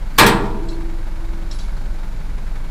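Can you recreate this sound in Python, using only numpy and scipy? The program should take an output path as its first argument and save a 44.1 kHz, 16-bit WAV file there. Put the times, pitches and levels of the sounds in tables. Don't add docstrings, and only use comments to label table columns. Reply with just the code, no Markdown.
import sys
import numpy as np
from scipy import signal
from scipy.fft import rfft, irfft
from scipy.io import wavfile
from scipy.ndimage import uniform_filter1d

SR = 44100
rng = np.random.default_rng(int(sys.argv[2]) if len(sys.argv) > 2 else 0)


def invert_db(x):
    u = np.asarray(x, float) / 20
    return 10 ** u


def inscribe(sig):
    pcm = np.round(np.clip(np.atleast_2d(sig).T, -1, 1) * 32767)
    wavfile.write(sys.argv[1], SR, pcm.astype(np.int16))


N = 119070

# multiple of the firing rate, peak level in dB.
ENGINE_ORDERS = [(.5, -42), (1, -18.3), (1.5, -34), (2, -33), (2.5, -41), (3.5, -48), (5, -48), (7, -45)]
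# frequency in Hz, peak level in dB.
STEADY_HUM = [(40.9, -28), (49.4, -42), (100.4, -44.5)]
CYLINDER_KNOCK = [6.5, 3.5, 8, 2]
# frequency in Hz, level in dB per Hz.
CLATTER_SPECTRUM = [(240, -78), (400, 1.5), (425, -10.5), (886, -1.5), (1200, -7), (1510, -7.5),
                    (2970, -16), (4290, -17), (15500, -29.5)]
# frequency in Hz, width in Hz, level in dB.
BLOCK_RESONANCES = [(860, 8, 0), (1540, 230, -2), (2240, 16, -7), (2230, 260, -6), (3830, 120, -14)]
# frequency in Hz, width in Hz, level in dB.
WHISTLES = [(4400, 600, -4), (7150, 350, 0), (10600, 600, -3)]
# frequency in Hz, level in dB per Hz.
RUMBLE_SPECTRUM = [(36, -56), (62, 3.5), (166, -5.5), (183, -2), (253, -11.5), (273, -7.5), (333, -14.5),
                   (422, -19), (600, -15.5), (780, -34), (1320, -120)]
# frequency in Hz, level in dB, T60 in seconds.
LATCH_TOUCH = (.164, [(4630, -39, .07), (8300, -53, .04), (11900, -53, .04)])
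# time in seconds, ring level in dB, crash level in dB.
GATE_BLOWS = [
    (0.179, -15.5, -20),
    (0.1836, -0.5, 0),
    (.197, -20, -11),
    (.228, -11, -22),
    (.263, -20, -7.5),
]
# frequency in Hz, level in dB.
PANEL_SPECTRUM = [(41, -36), (70, 4), (462, -3), (541, -21), (761, -4), (1650, -2.5), (1810, -8),
                  (14000, -17), (16000, -28)]
# frequency in Hz, T60 in seconds.
PANEL_T60 = [(80, 0.25), (200, 1), (500, 1), (1200, 0.66), (3000, 0.45), (7000, 0.098), (15000, 0.26)]
# frequency in Hz, level in dB per Hz.
CRASH_SPECTRUM = [(180, -49), (300, 2.5), (889, -31), (1160, 1.5), (1300, -23), (1660, -6), (2550, -9),
                  (2860, -12.5), (3800, -9.5), (6500, -19), (8500, -16.5), (11000, -19.5), (13500, -14.5),
                  (15300, -19)]
# frequency in Hz, T60 in seconds.
CRASH_DECAY = [(500, 0.22), (3000, 0.31), (6500, 0.19), (8300, 0.27), (11000, 0.15), (16000, 0.096)]
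# frequency in Hz, level in dB, T60 in seconds.
BED_MODES = [(222, -27, 1.7), (304, -36, 2), (314, -29, 2.4), (324, -24, .9), (346, -32, 2)]
# frequency in Hz, level in dB, T60 in seconds.
LOW_GATE_MODES = [(530, -10, .5), (587, -3, .6), (620, -3, .25), (652, -13, 1.9), (716, -9, .7),
                  (770, -4, .7), (840, -5, .5), (910, -1, .8), (974, -6, 1.15), (1024, -2, .6),
                  (1140, -5, .5)]
# frequency in Hz, level in dB, T60 in seconds.
HIGH_GATE_MODES = [(1211, 0, .3), (1400, -6, .52), (1491, -10, .4), (1626, -6, .5), (1701, -1, .45),
                   (2126, -10, .37), (2347, -2, .32), (2449, -5, .3), (2525, -3, .25), (2622, -1, .3),
                   (3354, -6, .33), (3560, -8, .33), (4032, -7, .31), (4231, -9, .36)]
# frequency in Hz, level in dB, T60 in seconds, gap in Hz,
# a silent moment in seconds.
BEATING_PAIRS = [(206, -10, .85, 9.5, .295), (333, -24.5, 4.3, 1.7, .47), (398, -19.5, 2.2, .55, 1.07),
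                 (468, -11, .8, 3, .43)]
# frequency in Hz, level in dB, T60 in seconds.
BOX_MODES = [(102, -20, 0.79), (128.1, -21.5, 1.35), (162.5, -32, 1.5), (190, -15.5, 0.51),
             (315, -44, 0.38)]
# frequency in Hz, level in dB, T60 in seconds.
LATCH_BAR_MODES = [(3300, -24, .12), (3950, -26, .15), (6050, -20, .08), (7600, -31, .2), (7900, -31, .2),
                   (8250, -31, .2), (8700, -32, .15)]
# time in seconds, then level, upper links, pin and scrape in dB.
CHAIN_CLINKS = [
    (.686, -51, 2, -7.5, 5),
    (1.512, -48, 3, -1, 7),
    (1.587, -53, -2, -30, 12),
    (1.768, -55, -9, -35, 0),
]
# frequency in Hz, level in dB, T60 in seconds.
CHAIN_MODES = [(3340, -5, .12), (3910, -1, .16), (4040, -3, .12), (4160, -4, .09), (4300, -1, .17),
               (4610, -5, .15)]
# frequency in Hz, level in dB, T60 in seconds.
UPPER_LINK_MODES = [(5225, -1, .22), (6900, -8, .2), (7250, -9, .2), (7800, -5, .2)]
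# frequency in Hz, level in dB, T60 in seconds.
PIN_MODES = [(10060, 0, .8), (11210, -17, .3), (13560, -12, .3)]
# frequency in Hz, level in dB per Hz.
SCRAPE_SPECTRUM = [(500, -12), (1200, -4), (2500, -6), (4000, 1), (5500, -1), (7800, -4), (9000, -16),
                   (14000, -30)]
# time in seconds, frequency in Hz, level in dB.
LINK_KNOCKS = [(.685, 7750, -46), (.687, 5300, -40), (.688, 4300, -34), (.689, 3900, -37),
               (.689, 3350, -38), (.697, 4100, -34), (.699, 4350, -38), (.709, 3950, -41),
               (.719, 2650, -41), (.724, 4000, -43), (.729, 4330, -42), (.735, 4330, -43),
               (.741, 4300, -38), (.748, 3500, -45), (1.513, 5620, -31), (1.513, 5300, -32),
               (1.513, 3900, -33), (1.523, 4200, -36), (1.530, 3250, -42), (1.538, 4400, -41),
               (1.546, 4000, -39), (1.556, 5300, -44), (1.556, 3850, -44), (1.587, 4580, -38),
               (1.588, 7650, -42), (1.590, 3300, -36), (1.600, 3950, -36), (1.602, 4600, -42),
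               (1.610, 3900, -42), (1.616, 4600, -43), (1.632, 4650, -41), (1.636, 3500, -41)]
# time in seconds, level in dB.
GRIT_TICKS = [
    (.908, -52),
    (.937, -56),
    (2.052, -55),
]


def evened(x):
    return x / np.sqrt(np.mean(x ** 2) + 1e-20)


def read(points, hz):
    f, value = np.transpose(points)
    return np.interp(np.log(hz + 1), np.log(f + 1), value)


def coloured(points, size):
    white = rfft(rng.standard_normal(size))
    return evened(irfft(white * invert_db(read(points, np.fft.rfftfreq(size, 1 / SR))), size))


def slow(rate_hz):
    t = np.arange(0, N + 200, 200) / SR
    rates = np.geomspace(rate_hz / 10, rate_hz, num=12)
    drift = sum(np.sin(2 * np.pi * (f * t + rng.random())) for f in rates)
    return np.interp(np.arange(N) / SR, t, evened(drift))


def clicks(events):
    out = np.zeros(N)
    for s, db in events:
        out[round(s * SR)] += invert_db(db)
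    return out


def place(out, s, sound):
    room = out[round(s * SR):][:len(sound)]
    room += sound[:len(room)]


def ring(modes, length_s, rise_cycles):
    t = np.arange(0, length_s, 1 / SR)
    out = np.zeros(len(t))
    for hz, db, t60 in modes:
        swell = 1 - np.exp(-t * hz / rise_cycles)
        out += invert_db(db - 60 * t / t60) * swell * np.sin(2 * np.pi * (hz * t + rng.random()))
    return out


def dented(modes):
    near = []
    for hz, db, t60 in modes:
        for side in (-1, 1):
            near.append((hz * (1 + .02 * side * rng.uniform(.3, 1)), db, .8 * t60))
    return ring(modes, 2.7, 8) + .5 * ring(near, 2.7, 8)


def dying(x, t60s):
    hz, t, z = signal.stft(x, SR, nperseg=256)
    z = z * invert_db(-60 * t / read(t60s, hz)[:, None])
    return signal.istft(z, SR, nperseg=256)[1][:len(x)]


def throb(turns):
    pipe_lag, half_lead = .32, .34
    out = np.zeros(N)
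    for k, db in ENGINE_ORDERS:
        waver = 1 + .08 * slow(3.04) / min(k, 1) ** 2 * np.sqrt(k)
        phase = k * turns - pipe_lag * (k - 1) + half_lead * 2 * (k % 1)
        out += invert_db(db) * waver * np.cos(2 * np.pi * phase)
    return out


def steady_hum():
    t = np.arange(N) / SR
    out = np.zeros(N)
    for hz, db in STEADY_HUM:
        out += invert_db(db) * (1 + .3 * slow(3.04)) * np.cos(2 * np.pi * (hz * t + rng.random()))
    return out


def clatter(turns, fire_hz):
    knock_lag_s, knock_decay_s, knock_share = .0026, .013, .55
    knock = turns - knock_lag_s * fire_hz + 4
    which = knock.astype(int)
    chance_db = 2.2 * rng.uniform(-1.8, 1.2, size=80)
    force = invert_db(np.array(CYLINDER_KNOCK)[which % 4] + chance_db[which])
    decay = np.exp(-(knock % 1) / fire_hz / knock_decay_s)
    flare = knock_share * uniform_filter1d(force * decay, size=400)
    hz = np.fft.rfftfreq(N, 1 / SR)
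    bumps = 2.0
    for f, width, _ in BLOCK_RESONANCES:
        bumps = bumps + 1 / (1 + (2 * (hz - f) / width) ** 2)
    for f, width, db in WHISTLES:
        bumps = bumps + invert_db(db) / (1 + (2 * (hz - f) / width) ** 2)
    noise = irfft(rfft(coloured(CLATTER_SPECTRUM, N)) * bumps * (hz < 17000), N)
    treble = signal.sosfilt(signal.butter(2, 3000, "high", fs=SR, output="sos"), noise)
    return invert_db(-43.5) * evened(noise * (1 + flare) - treble * .7 * flare)


def exhaust_rumble():
    return invert_db(-38) * coloured(RUMBLE_SPECTRUM, N) * invert_db(1.2 * slow(21))


def engine():
    fire_hz, first_fire_s = 22.87, .0173
    turns = (np.arange(N) / SR - first_fire_s) * fire_hz
    return throb(turns) + steady_hum() + clatter(turns, fire_hz) + exhaust_rumble()


def hinge_groan():
    close_s, rise_s = .18, .045
    t = np.arange(N) / SR
    groan = coloured([(120, -16), (250, 13), (500, -34), (1500, -12), (5000, -26.5)], N)
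    return invert_db(-36) * groan * np.exp(np.minimum(t - close_s, 0) / rise_s) * (t < close_s)


def latch_touch():
    out = np.zeros(N)
    place(out, LATCH_TOUCH[0], ring(LATCH_TOUCH[1], 1, 6.2))
    return out


def panels():
    split_hz, count = 1500, 700
    hz = np.concatenate([np.geomspace(75, split_hz, num=200), rng.uniform(split_hz, 9000, count - 200)])
    hz = np.sort(hz)
    spacing = np.where(hz < split_hz, hz / 60, 15.)
    level = read(PANEL_SPECTRUM, hz) + 10 * np.log10(spacing) + 2.5 * rng.standard_normal(len(hz))
    t60 = read(PANEL_T60, hz) * invert_db(rng.standard_normal(len(hz)))
    rows = np.transpose([hz, level, t60])
    low = hz < split_hz
    sheet = ring(rows[low], .9, .61)
    short = ring(rows[~low], .31, .61)
    sheet[:len(short)] += short * np.hanning(2 * len(short))[len(short):] ** .5
    body = np.zeros(SR * 3 // 2)
    body[:len(sheet)] = invert_db(-10) * sheet / np.sqrt(np.mean(sheet[:2000] ** 2))
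    return signal.fftconvolve(clicks([row[:2] for row in GATE_BLOWS]), body)[:N]


def crashes():
    size, contact_s = SR // 2, .0009
    clumps = evened(uniform_filter1d(rng.standard_normal(size // 2 + 1), size=15))
    grain = invert_db(3 * np.tanh(clumps) * 2)
    onset = 1 - np.exp(-np.arange(size) / SR / contact_s)
    out = np.zeros(N)
    for s, _, db in GATE_BLOWS:
        noise = evened(irfft(rfft(coloured(CRASH_SPECTRUM, size)) * grain))
        place(out, s, invert_db(-5 + db) * dying(noise, CRASH_DECAY) * onset)
    return out


def gate_ring():
    blow_s = GATE_BLOWS[1][0]
    t = round(blow_s * SR) / SR + np.arange(N) / SR
    sound = invert_db(3.5) * ring(BED_MODES, 2.7, 8)
    sound += invert_db(-14.5) * dented(LOW_GATE_MODES) + invert_db(-13.5) * dented(HIGH_GATE_MODES)
    for hz, db, t60, gap_hz, silent_s in BEATING_PAIRS:
        beat = np.sin(np.pi * gap_hz * (t - silent_s))
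        sound += ring([(hz, db, t60)], 2.7, 8)[:N] * beat
    out = np.zeros(N)
    place(out, blow_s, sound)
    return out


def box_boom():
    out = np.zeros(N)
    place(out, .226, ring(BOX_MODES, 1, .92))
    return out


def rebound():
    out = np.zeros(N)
    place(out, GATE_BLOWS[4][0], ring(LATCH_BAR_MODES, 1, 8))
    return out


def chain():
    out, t = np.zeros(N), np.arange(SR) / SR
    for s, hz, db in LINK_KNOCKS:
        place(out, s, ring([(hz, db, .045)], .25, 5))
    for s, db, upper_db, pin_db, scrape_db in CHAIN_CLINKS:
        links = ring(CHAIN_MODES, 1, 1.5) + invert_db(upper_db) * ring(UPPER_LINK_MODES, 1, 1.6)
        pin = invert_db(pin_db) * ring(PIN_MODES, 1, 110) * (1 - .34 * np.cos(2 * np.pi * 11 * t))
        scrape = coloured(SCRAPE_SPECTRUM, SR) * invert_db(scrape_db - 60 * t / .32)
        place(out, s, invert_db(db) * (links + pin + scrape))
    return out


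def grit():
    tick = np.diff(rng.standard_normal(200)) * invert_db(-60 * np.arange(199) / SR / .008)
    return signal.oaconvolve(clicks(GRIT_TICKS), tick)[:N]


def lane(x):
    t, taps = np.arange(SR) / SR, np.zeros(SR)
    grid = np.arange(400, SR - 22, 22)
    taps[grid + rng.integers(0, 22, len(grid))] = 1
    taps *= rng.choice([-1., 1.], SR) * invert_db(-60 * t / .65)
    taps = signal.lfilter([.3], [1, -.7], taps)
    return x + invert_db(-18.5) * signal.fftconvolve(x, taps / np.linalg.norm(taps))[:N]


def scene():
    gate = hinge_groan() + panels() + crashes() + gate_ring() + box_boom() + rebound()
    latch = latch_touch() + chain() + grit()
    return (engine() + lane(gate + latch))[None]


def roll_off(x):
    return signal.sosfilt(signal.butter(12, 16320, fs=SR, output="sos"), x)


def record(dry):
    ceiling, knee, edge_hz = 1.0, 7, 15600
    x = dry / (1 + abs(dry / ceiling) ** knee) ** (1 / knee)
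    lowpass = signal.firwin(601, edge_hz, window=("kaiser", 7), fs=SR)
    mix = signal.oaconvolve(x, lowpass[None], "same")
    return roll_off(mix)


dry = scene()
out = record(dry)
inscribe(out)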